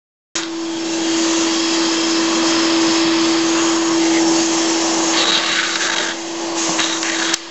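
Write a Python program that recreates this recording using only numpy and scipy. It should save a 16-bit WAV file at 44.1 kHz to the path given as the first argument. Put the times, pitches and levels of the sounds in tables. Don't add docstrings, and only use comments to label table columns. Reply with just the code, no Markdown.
import sys
import numpy as np
from scipy import signal
from scipy.fft import rfft, irfft
from scipy.io import wavfile
from scipy.ndimage import uniform_filter1d

SR = 44100
rng = np.random.default_rng(int(sys.argv[2]) if len(sys.argv) > 2 else 0)


def level_to_linear(level):
    exponent = np.asarray(level, float) / 20
    return 10 ** exponent


def wav_record(signal):
    frames = np.transpose(np.atleast_2d(signal))
    bounded = np.clip(frames, -1, 1)
    quanta = np.round(bounded * 32767).astype(np.int16)
    wavfile.write(sys.argv[1], SR, quanta)


N = 330750
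T = np.arange(N) / SR


def level(x, db=0):
    return x * level_to_linear(db) / np.sqrt(np.mean(x ** 2))


def columns(table):
    s, *cols = np.transpose(table)
    return [np.interp(T, s, c) for c in cols]


def gate(start, end, rise, fall):
    return np.clip(np.minimum((T - start) / rise, 1 - (T - end) / fall), 0, 1)


def walk(rate):
    k = int(SR / rate)
    steps = np.repeat(rng.standard_normal(N // k + 1), k)
    return 1.586 * uniform_filter1d(uniform_filter1d(steps, k), k)[:N]


ROOM_T60_S, ROOM_DB = 0.15, -4
SHIFTS_PER_S = 1.5


def coloured(spectrum, lo_hz, hi_hz):
    f = np.maximum(np.fft.rfftfreq(N, 1 / SR), 1)
    hz, db = np.transpose(spectrum)
    colour = level_to_linear(np.interp(np.log(f), np.log(hz), db))
    band = (f > lo_hz) & (f < hi_hz)
    share = level_to_linear(6 * np.array([walk(SHIFTS_PER_S) for _ in range(3)]))
    out = 0
    for weight in share / np.sqrt(np.sum(share ** 2, axis=0)):
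        echoes = level(rng.standard_normal(N) * level_to_linear(-60 * T / ROOM_T60_S), ROOM_DB) / np.sqrt(N)
        z = rfft(rng.standard_normal(N)) * colour * (1 + rfft(echoes))
        out = out + weight * irfft(z, N) / np.std(irfft(z * band, N))
    return out


def ring(x, modes):
    out = 0
    for k, (hz, width, db) in enumerate(modes):
        out = out + (-1) ** k * level_to_linear(db) * signal.lfilter(*signal.iirpeak(hz, hz / width, SR), x)
    return out


def resonances(modes):
    out = 0
    for hz, width, db in modes:
        hollow = level(ring(rng.standard_normal(N), [(hz, width, 0)]), db)
        out = out + hollow * level_to_linear(1.1 * walk(4))
    return out


def roaming(x, modes):
    out = 0
    for k, mode in enumerate(modes):
        out = out + (-1) ** k * ring(x, [mode]) * level_to_linear(2 * walk(14))
    return level(out)


# (time [s], shaft [Hz])
SHAFT_PITCH = [(0.36, 331.6), (0.6, 329.9), (5.3, 330.4), (6.05, 333.2), (6.5, 335), (6.75, 326.7),
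               (7.5, 335)]
# (frequency [Hz], level above shaft tone [dB])
MAINS_HUM = [(120, -32.5), (240, -22.5)]


def shaft_and_mains():
    (hz,) = columns(SHAFT_PITCH)
    tone = np.sqrt(2) * np.sin(2 * np.pi * np.cumsum(hz + 0.45 * walk(9.2)) / SR) * level_to_linear(0.5 * walk(11))
    for f, db in MAINS_HUM:
        tone = tone + level_to_linear(db + 0.72 * walk(1.6)) * np.sqrt(2) * np.sin(2 * np.pi * f * T)
    return tone


# (frequency [Hz], relative level per Hz [dB])
ROAR_SPECTRUM = [(45, -62), (75, -51), (105, -18), (200, -3.5), (300, -2), (450, -5.5), (900, -5),
                 (1200, -29), (1600, -10), (2500, -34)]
# (frequency [Hz], width [Hz], level above roar [dB])
CASING_HOLLOWS = [(364.4, 4.9, -9), (510, 64, -8), (611, 59, -5.5), (675, 60, -32.5), (843, 53, -12.5)]
# (frequency [Hz], width [Hz], level above roar before the bend's change [dB])
HOSE_HOLLOWS = [(1005, 66, -2), (1110, 50, -4.5), (1290, 190, -7)]
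# (time [s], change [dB])
HOSE_BEND = [(0.5, -0.5), (0.95, -8), (1.35, 0), (3.3, 0.5), (3.75, 1.5), (3.93, 3.5), (4.04, -22.5),
             (4.4, -5), (5.4, -2), (6.2, -8.5), (6.6, -2), (7.5, -1)]
# (frequency [Hz], width [Hz], level above roar before the grip's change [dB])
CUPPED_HOLLOWS = [(543, 110, -7.5), (728, 35, -5.5), (848, 24, -4), (1003, 51, -7.5)]
# (from [s], to [s], change [dB])
HAND_GRIPS = [(4, 4.434, -2), (4.453, 5.052, -0.5), (6.155, 6.794, 0)]
RUMBLE_HZ, RUMBLE_DB = 262, -16


def casing_roar(roar_db):
    (bend_db,) = columns(HOSE_BEND)
    grip = sum(level_to_linear(db) * gate(start, end, 0.037, 0.046) for start, end, db in HAND_GRIPS)
    roar = coloured(ROAR_SPECTRUM, 400, 920) + resonances(CASING_HOLLOWS)
    roar = roar + resonances(HOSE_HOLLOWS) * level_to_linear(bend_db) + resonances(CUPPED_HOLLOWS) * grip
    rumble = signal.sosfiltfilt(signal.butter(2, RUMBLE_HZ, fs=SR, output="sos"), roar)
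    return ((roar - rumble) * level_to_linear(roar_db) + rumble * level_to_linear(RUMBLE_DB)) * level_to_linear(0.7 * walk(8))


PURE_HZ, PURE_DB = 80, -5


def whistle(hz, width, db):
    pole = np.exp(-np.pi * width / SR)
    slow = signal.lfilter([1], [1, -pole], rng.standard_normal((2, N)))
    carrier = np.exp(2j * np.pi * np.cumsum(hz + 0 * T) / SR)
    noise = level(np.real((slow[0] + 1j * slow[1]) * carrier), db)
    phase = 2 * np.pi * np.cumsum(hz + width / 3 * walk(60)) / SR
    tone = level_to_linear(db + PURE_DB) * np.sqrt(2) * np.sin(phase)
    return noise + (width < PURE_HZ) * tone


# (frequency [Hz], width [Hz], level above air when idle [dB])
DUCT_WHISTLES = [(1600, 160, -18.5), (2767, 90, -13), (3244, 69, -17.5), (3955, 50, -19), (4543, 130, -12),
                 (5163, 190, -14.5), (5430, 32, -18.5), (6690, 170, -16.5)]
# (time [s], frequency [Hz])
WHISTLE_SLIDES = [
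    [(.4, 1600), (3.5, 1500), (3.62, 1660), (3.96, 1660), (4.0, 2080), (4.13, 2154), (4.2, 1990),
     (4.4, 1710)],
    [(.8, 2680), (.98, 2720), (1.04, 2850), (1.25, 2810), (1.4, 2760), (1.5, 2810), (1.7, 2675),
     (3.5, 2600), (3.6, 2750), (4.4, 2800)],
    [(.66, 3290), (.78, 3260), (.9, 3230), (1.0, 3250), (1.15, 3210), (1.34, 3340), (1.41, 3200),
     (1.55, 3290), (1.7, 3300), (1.9, 3170), (2.1, 3250), (2.36, 3290), (2.6, 3220), (3.1, 3322),
     (3.3, 3260), (3.7, 3220), (4.2, 3260)],
]
# (from [s], to [s], rise [dB])
WHISTLE_RISES = [
    [(.4, 1.2, 5.5), (3.53, 3.62, 14.5), (3.66, 3.95, 9.5), (4.0, 4.08, 11), (4.12, 4.19, 17.5)],
    [(.8, .97, 7), (1.03, 1.53, 5), (1.66, 1.75, 5), (3.56, 3.6, 12), (3.95, 4.1, 3.5), (4.36, 4.42, 6)],
    [(.65, .79, 16), (.82, .91, 9), (.97, 1.2, 11), (1.27, 1.35, 7.5), (1.4, 1.75, 11), (1.8, 2.1, 8),
     (2.2, 2.7, 7.5), (3.0, 3.5, 7), (3.58, 4.2, 6), (4.45, 4.65, 7), (6.15, 6.45, 6)],
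    [(.82, 1.06, 10), (1.22, 1.4, 8), (1.5, 2.3, 6), (2.9, 3.3, 1)],
    [(.85, 1.0, 6), (1.06, 1.25, 7.5), (1.45, 1.9, 8), (2.38, 2.52, 4.5), (3.2, 3.5, 6), (4.33, 4.42, 9.5),
     (6.42, 6.55, 8.5)],
    [(1.5, 2.2, 12), (2.45, 3.07, 10.5), (3.12, 3.4, 8)],
    [(.45, .7, 7), (.78, .93, 13), (3.63, 3.78, 11.5), (3.84, 3.98, 11.5), (4.2, 4.3, 16), (4.33, 4.45, 11),
     (4.56, 4.96, 13), (5.04, 5.1, 12), (6.2, 6.65, 2)],
    [(.8, 1.35, 8), (3.5, 3.92, 14.5), (4.35, 4.5, 13.5), (5.0, 5.13, 17), (6.56, 6.76, 12.5)],
]
WHISTLE_FADE_S, WAVER_DB = 0.018, 0.6


def duct_whistles():
    centres = [columns(slide)[0] for slide in WHISTLE_SLIDES]
    centres += [f for f, _, _ in DUCT_WHISTLES[len(WHISTLE_SLIDES):]]
    out = 0
    for centre, (_, width, idle_db), spans in zip(centres, DUCT_WHISTLES, WHISTLE_RISES):
        sing_db = sum(db * gate(start, end, WHISTLE_FADE_S, WHISTLE_FADE_S) for start, end, db in spans)
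        out = out + whistle(centre, width, idle_db) * level_to_linear(sing_db + WAVER_DB * walk(7.6))
    return out


# (frequency [Hz], relative level per Hz [dB])
AIR_SPECTRUM = [(800, -32), (1200, 3.5), (1500, -4), (1900, -0.5), (2300, -0.5), (3200, 2.5), (4200, 0),
                (5000, 1.5), (5800, -12), (7000, -33.5)]
# (frequency [Hz], width [Hz], level above air [dB])
BROAD_DUCTS = [(1863, 290, -10), (2100, 310, -20)]


def fan_air(air_db):
    air = coloured(AIR_SPECTRUM, 1000, 8200) + resonances(BROAD_DUCTS) + duct_whistles()
    return air * level_to_linear(air_db + 0.4 * walk(12))


# (frequency [Hz], relative level per Hz [dB])
HISS_SPECTRUM = [(4000, -28.5), (5200, 2), (5900, 6), (6700, 6), (7500, 2.5), (8300, -23)]
# (frequency [Hz], width [Hz], level above hiss [dB])
NOZZLE_MODES = [(6675, 430, -5.5), (7580, 140, -13.5)]


def nozzle_hiss(hiss_db):
    hiss = coloured(HISS_SPECTRUM, 4800, 9200) + resonances(NOZZLE_MODES)
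    return hiss * level_to_linear(hiss_db + 0.99 * walk(25))


# (time [s], level [dB])
VACUUM_LEVEL = [(0.36, -27), (0.57, -24.5), (1.23, -18), (1.5, -19.5), (1.85, -18.5), (2.05, -18.5),
                (3.17, -15.5), (3.9, -18.5), (4.03, -16), (4.4, -16), (4.46, -19), (5.12, -21.5),
                (5.2, -23), (5.36, -29.5), (5.44, -31), (5.7, -32), (5.95, -32), (6.03, -29.5), (6.13, -30),
                (6.3, -27), (6.48, -23.5), (6.77, -24.5), (6.84, -25.5), (7.0, -27), (7.12, -27),
                (7.3, -25.5), (7.34, -25.5), (7.352, -40.5), (7.5, -36.5)]
# (time [s], casing roar, fan air, nozzle hiss: level above shaft tone [dB])
AIR_BALANCE = [(0.36, -5, 1.5, 6), (0.47, -15, -11.5, -17.5), (0.62, -14.5, -12.5, -16.5),
               (1.0, -11.5, -10, -11), (1.4, -12, -7, -7.5), (2.0, -12, -7.5, -8.5),
               (2.6, -12.5, -6.5, -12), (3.15, -14.5, -8.5, -15.5), (3.7, -11.5, -9, -10.5),
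               (3.9, -14, -10, -12), (4.15, -11.5, -9, -11.5), (4.26, -12, -13, -13), (4.41, -11, -8.5, -7),
               (4.55, -10, -6.5, -5), (5.12, -7.5, -5, -3.5), (5.4, -0.5, 5, 0), (5.95, 0, 4.5, 6.5),
               (6.25, -8.5, -7, -10), (6.55, -9, -9.5, -11.5), (6.58, -8.5, -2.5, 1), (6.7, -7, -2, -1),
               (7.0, -6, -5.5, -1), (7.34, -6, -1, -3), (7.36, -6.5, 6.5, 2), (7.5, -6, -0.5, -8.5)]
CHOKE = 0.85


def vacuum():
    (tone_db,) = columns(VACUUM_LEVEL)
    roar_db, air_db, hiss_db = columns(AIR_BALANCE)
    air = (fan_air(air_db) + nozzle_hiss(hiss_db)) * level_to_linear(CHOKE * stalls())
    return (shaft_and_mains() + casing_roar(roar_db) + air) * level_to_linear(tone_db)


# (from [s], to [s], wood ring [dB], blade ring [dB], wood ring at the end [dB], blade ring at the end [dB])
BLADE_STROKES = [(0.352, 0.456, -24, -24, -39, -37), (5.13, 6.098, -22.5, -19.5, -26.5, -29),
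                 (6.777, 6.966, -24, -21, -31.5, -31), (7.03, 7.314, -25, -28.5, -30, -24)]
# (time [s], wood ring change [dB], blade ring change [dB], width [s])
HAND_PRESSES = [(5.155, 1, -10, 0.0059), (5.195, -2.5, 3, 0.014), (5.294, 1, 2, 0.011),
                (5.36, -2, 5.5, 0.018), (5.378, 4.5, 5.5, .008), (5.464, 3, 6.5, 0.004),
                (5.59, 2.5, 2.5, 0.035), (5.845, 1.5, 6.5, 0.022), (5.97, 0, 5, 0.051),
                (6.805, 6, 3.5, 0.01), (6.845, -5.5, 3.5, 0.007), (6.93, 4.5, 3, 0.013),
                (7.08, -0.5, -1.5, .015)]
LAND_S, LIFT_S = 0.017, 0.06


def drag_levels():
    wood = blade = 0
    for start, end, wood_db, blade_db, wood_end_db, blade_end_db in BLADE_STROKES:
        touch = gate(start, end, LAND_S, LIFT_S)
        wood = wood + touch * level_to_linear(np.interp(T, [start, end], [wood_db, wood_end_db]))
        blade = blade + touch * level_to_linear(np.interp(T, [start, end], [blade_db, blade_end_db]))
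    for s, wood_db, blade_db, width in HAND_PRESSES:
        press = np.exp(-0.5 * ((T - s) / width) ** 2)
        wood, blade = wood * level_to_linear(wood_db * press), blade * level_to_linear(blade_db * press)
    return wood * level_to_linear(stalls()), blade * level_to_linear(stalls())


def chipping(chips_per_s=9000., scatter_db=3.2, judder_db=1.1):
    chance = rng.random((3, N))
    size_db = np.minimum(-scatter_db * np.log(chance[2] + 1e-9), 11)
    chips = (chance[0] < chips_per_s / SR) * np.sign(chance[1] - 0.5) * level_to_linear(size_db)
    return chips * level_to_linear(judder_db * walk(200))


# (frequency [Hz], width [Hz], relative level [dB])
WOOD_MODES = [(1160, 87, 9.5), (1500, 250, 11.5), (2230, 530, 6)]
BLADE_MODES = [(2710, 140, 3.5), (3290, 160, 12), (3815, 170, 14), (4480, 380, 5), (6100, 680, -3)]
BENCH_MODES = [(70, 40, -14.5), (110, 56, -3), (187, 64, 9.5), (480, 150, -4), (730, 190, -7)]
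# (frequency [Hz], width [Hz], level above wood [dB])
CORNER_MODE = [(1890, 400, -1.2)]
CORNER_BITES = [5.13, 6.78, 7.03]
# (frequency [Hz], width [Hz], level [dB] that the rms scaling cancels)
RAIL_MODE = [(1610, 135, -2)]
# (from [s], to [s])
RAIL_SPANS = [(5.75, 6.12), (7.12, 7.345)]
CORNER_FADE_S, RAIL_RISE_S = 0.28, 0.1
SHAKE_HZ, SHAKE_DB = 140, -16


def scraping():
    wood, blade = drag_levels()
    force = chipping()
    fresh = sum((T > s) * np.exp(-np.maximum(T - s, 0) / CORNER_FADE_S) for s in CORNER_BITES)
    late = sum(gate(start, end, RAIL_RISE_S, LIFT_S) for start, end in RAIL_SPANS)
    corner = level(ring(force, CORNER_MODE), CORNER_MODE[0][2]) * fresh
    rail = level(ring(force, RAIL_MODE)) * late
    shake = signal.sosfilt(signal.butter(2, SHAKE_HZ, "high", fs=SR, output="sos"), force)
    bench = level(ring(shake, BENCH_MODES), SHAKE_DB)
    frame = roaming(force, WOOD_MODES) + corner - rail + bench
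    return frame * wood + roaming(force, BLADE_MODES) * blade


# (frequency [Hz], width [Hz], relative level [dB])
FLAKE_MODES = [(3000, 1100, -6), (5360, 2600, 0)]
# (time [s], peak [dB], blade ring above wood [dB], flake snap above wood [dB], decay [s])
FLAKE_CATCHES = [(0.4327, -10.5, 9.5, 7, .004), (5.254, -10, 11, -7.5, .0015),
                 (5.756, -5, -0.5, -5, 0.0018), (5.96, -12, 6, -1, 0.0023), (5.982, -7, 0.5, -6.5, 0.0033),
                 (6.794, -10.5, 5, -3, .0015), (6.801, -6.5, -5.5, 0.5, 0.0011),
                 (6.812, -9.5, 4.5, -1, 0.0027), (6.841, -9.5, 7, -1, 0.0022),
                 (6.897, -11.5, -0.5, 1.5, 0.0011), (6.972, -14, 1, 0.5, .001),
                 (7.029, -4.5, 2.5, 5, .0015), (7.098, -12.5, 3, 4.5, 0.00076),
                 (7.226, -10.5, 3.5, 2.5, 0.00092), (7.246, -12.5, 2, 3.5, 0.00092),
                 (7.295, -8.5, 1, 3.5, 0.00083), (7.337, -5, -4, 0, 0.0019), (7.3406, 3.5, 6, 16.5, .001),
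                 (7.343, -8.5, 4, 11.5, 0.0028)]


def catches():
    noise, out = rng.standard_normal(N), np.zeros(N)
    for s, db, blade_db, flake_db, decay_s in FLAKE_CATCHES:
        i = slice(int(s * SR), int(s * SR) + 2600)
        burst = np.exp(-(T[i] - s) / decay_s) * noise[i]
        sound = level(ring(burst, WOOD_MODES))
        sound = sound + level(ring(burst, BLADE_MODES), blade_db)
        sound = sound + level(ring(burst, FLAKE_MODES), flake_db)
        out[i] += sound * level_to_linear(db) / np.abs(sound).max()
    return out


# (time [s], peak before a common 9 dB cut [dB], t60 [s])
BENCH_BUMPS = [(1.75, -16.5, 0.17), (2.499, -31, 0.28), (3.04, -15, 0.3), (4.097, -21, 0.17)]


def bumps():
    noise, out = rng.standard_normal(N), np.zeros(N)
    for s, db, t60 in BENCH_BUMPS:
        i = slice(int(s * SR), int(s * SR) + 12000)
        t = T[i] - s
        push = (1 - np.exp(-t / 0.0044)) * level_to_linear(-60 * t / t60) * noise[i]
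        sound = ring(push, BENCH_MODES)
        out[i] += sound * level_to_linear(db - 9.0) / np.abs(sound).max()
    return out


# (free at [s], stalled for [s], change [dB])
BLADE_STALLS = [(5.254, 0.013, -6.5), (5.269, 0.012, -3), (5.317, 0.0062, -12), (5.374, 0.005, -5),
                (5.426, 0.022, -1.5), (5.458, .01, -2.5), (5.627, 0.0081, -8), (5.803, 0.045, -3.5),
                (5.884, 0.0066, -5.5), (5.896, 0.0079, -6), (5.915, .009, -10), (5.959, 0.014, -13),
                (5.972, 0.0045, -7), (5.98, 0.0051, -11), (5.998, 0.0069, -5), (6.025, 0.009, -5.5),
                (6.061, 0.0082, -4.5), (6.083, 0.0077, -7), (6.809, 0.0049, -4), (6.83, .01, -1.5),
                (6.909, 0.014, 0.5), (7.044, 0.0056, -2), (7.115, .01, -6), (7.184, 0.016, -4),
                (7.325, 0.012, -4)]
FREE_S = 0.0018


def stalls():
    return sum(db * gate(s - length, s, length / 2, FREE_S) for s, length, db in BLADE_STALLS)


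# (time [s], peak of the push [dB])
TOOL_KNOCKS = [(6.691, -9), (6.797, -19)]
# (frequency [Hz], width [Hz], relative level [dB])
FRAME_MODES = [(175, 27, -2), (724, 51, 0), (868, 45, -1), (1050, 90, -10)]
KNOCK_S = 0.0006


def knocks():
    push = sum(level_to_linear(db) * np.exp(-0.5 * ((T - s) / KNOCK_S * 4) ** 2) for s, db in TOOL_KNOCKS)
    sound = ring(push, FRAME_MODES)
    return sound * push.max() / np.abs(sound).max()


def scene():
    mono = vacuum() + scraping() + catches() + bumps() + knocks()
    return np.array([mono, mono])


def roll_off(x):
    return signal.sosfilt(signal.butter(12, 8180, fs=SR, output="sos"), x)


START_S, TOP_HZ = 0.3535, 7950


def record(dry):
    heard = dry * (T > START_S)
    x = signal.sosfilt(signal.ellip(10, 0.3, 75, TOP_HZ, fs=SR, output="sos"), heard)
    flutter_depth = level_to_linear(7.8 * np.minimum(walk(6.6), 1.5))
    offset = -level_to_linear(-45.0) * (1 + 0.047 * walk(50) * flutter_depth)
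    offset = offset * np.clip((T - START_S) / 0.003, 0, 1)
    mix = np.clip(x + offset, -1, 1)
    return roll_off(mix)


dry = scene()
out = record(dry)
wav_record(out)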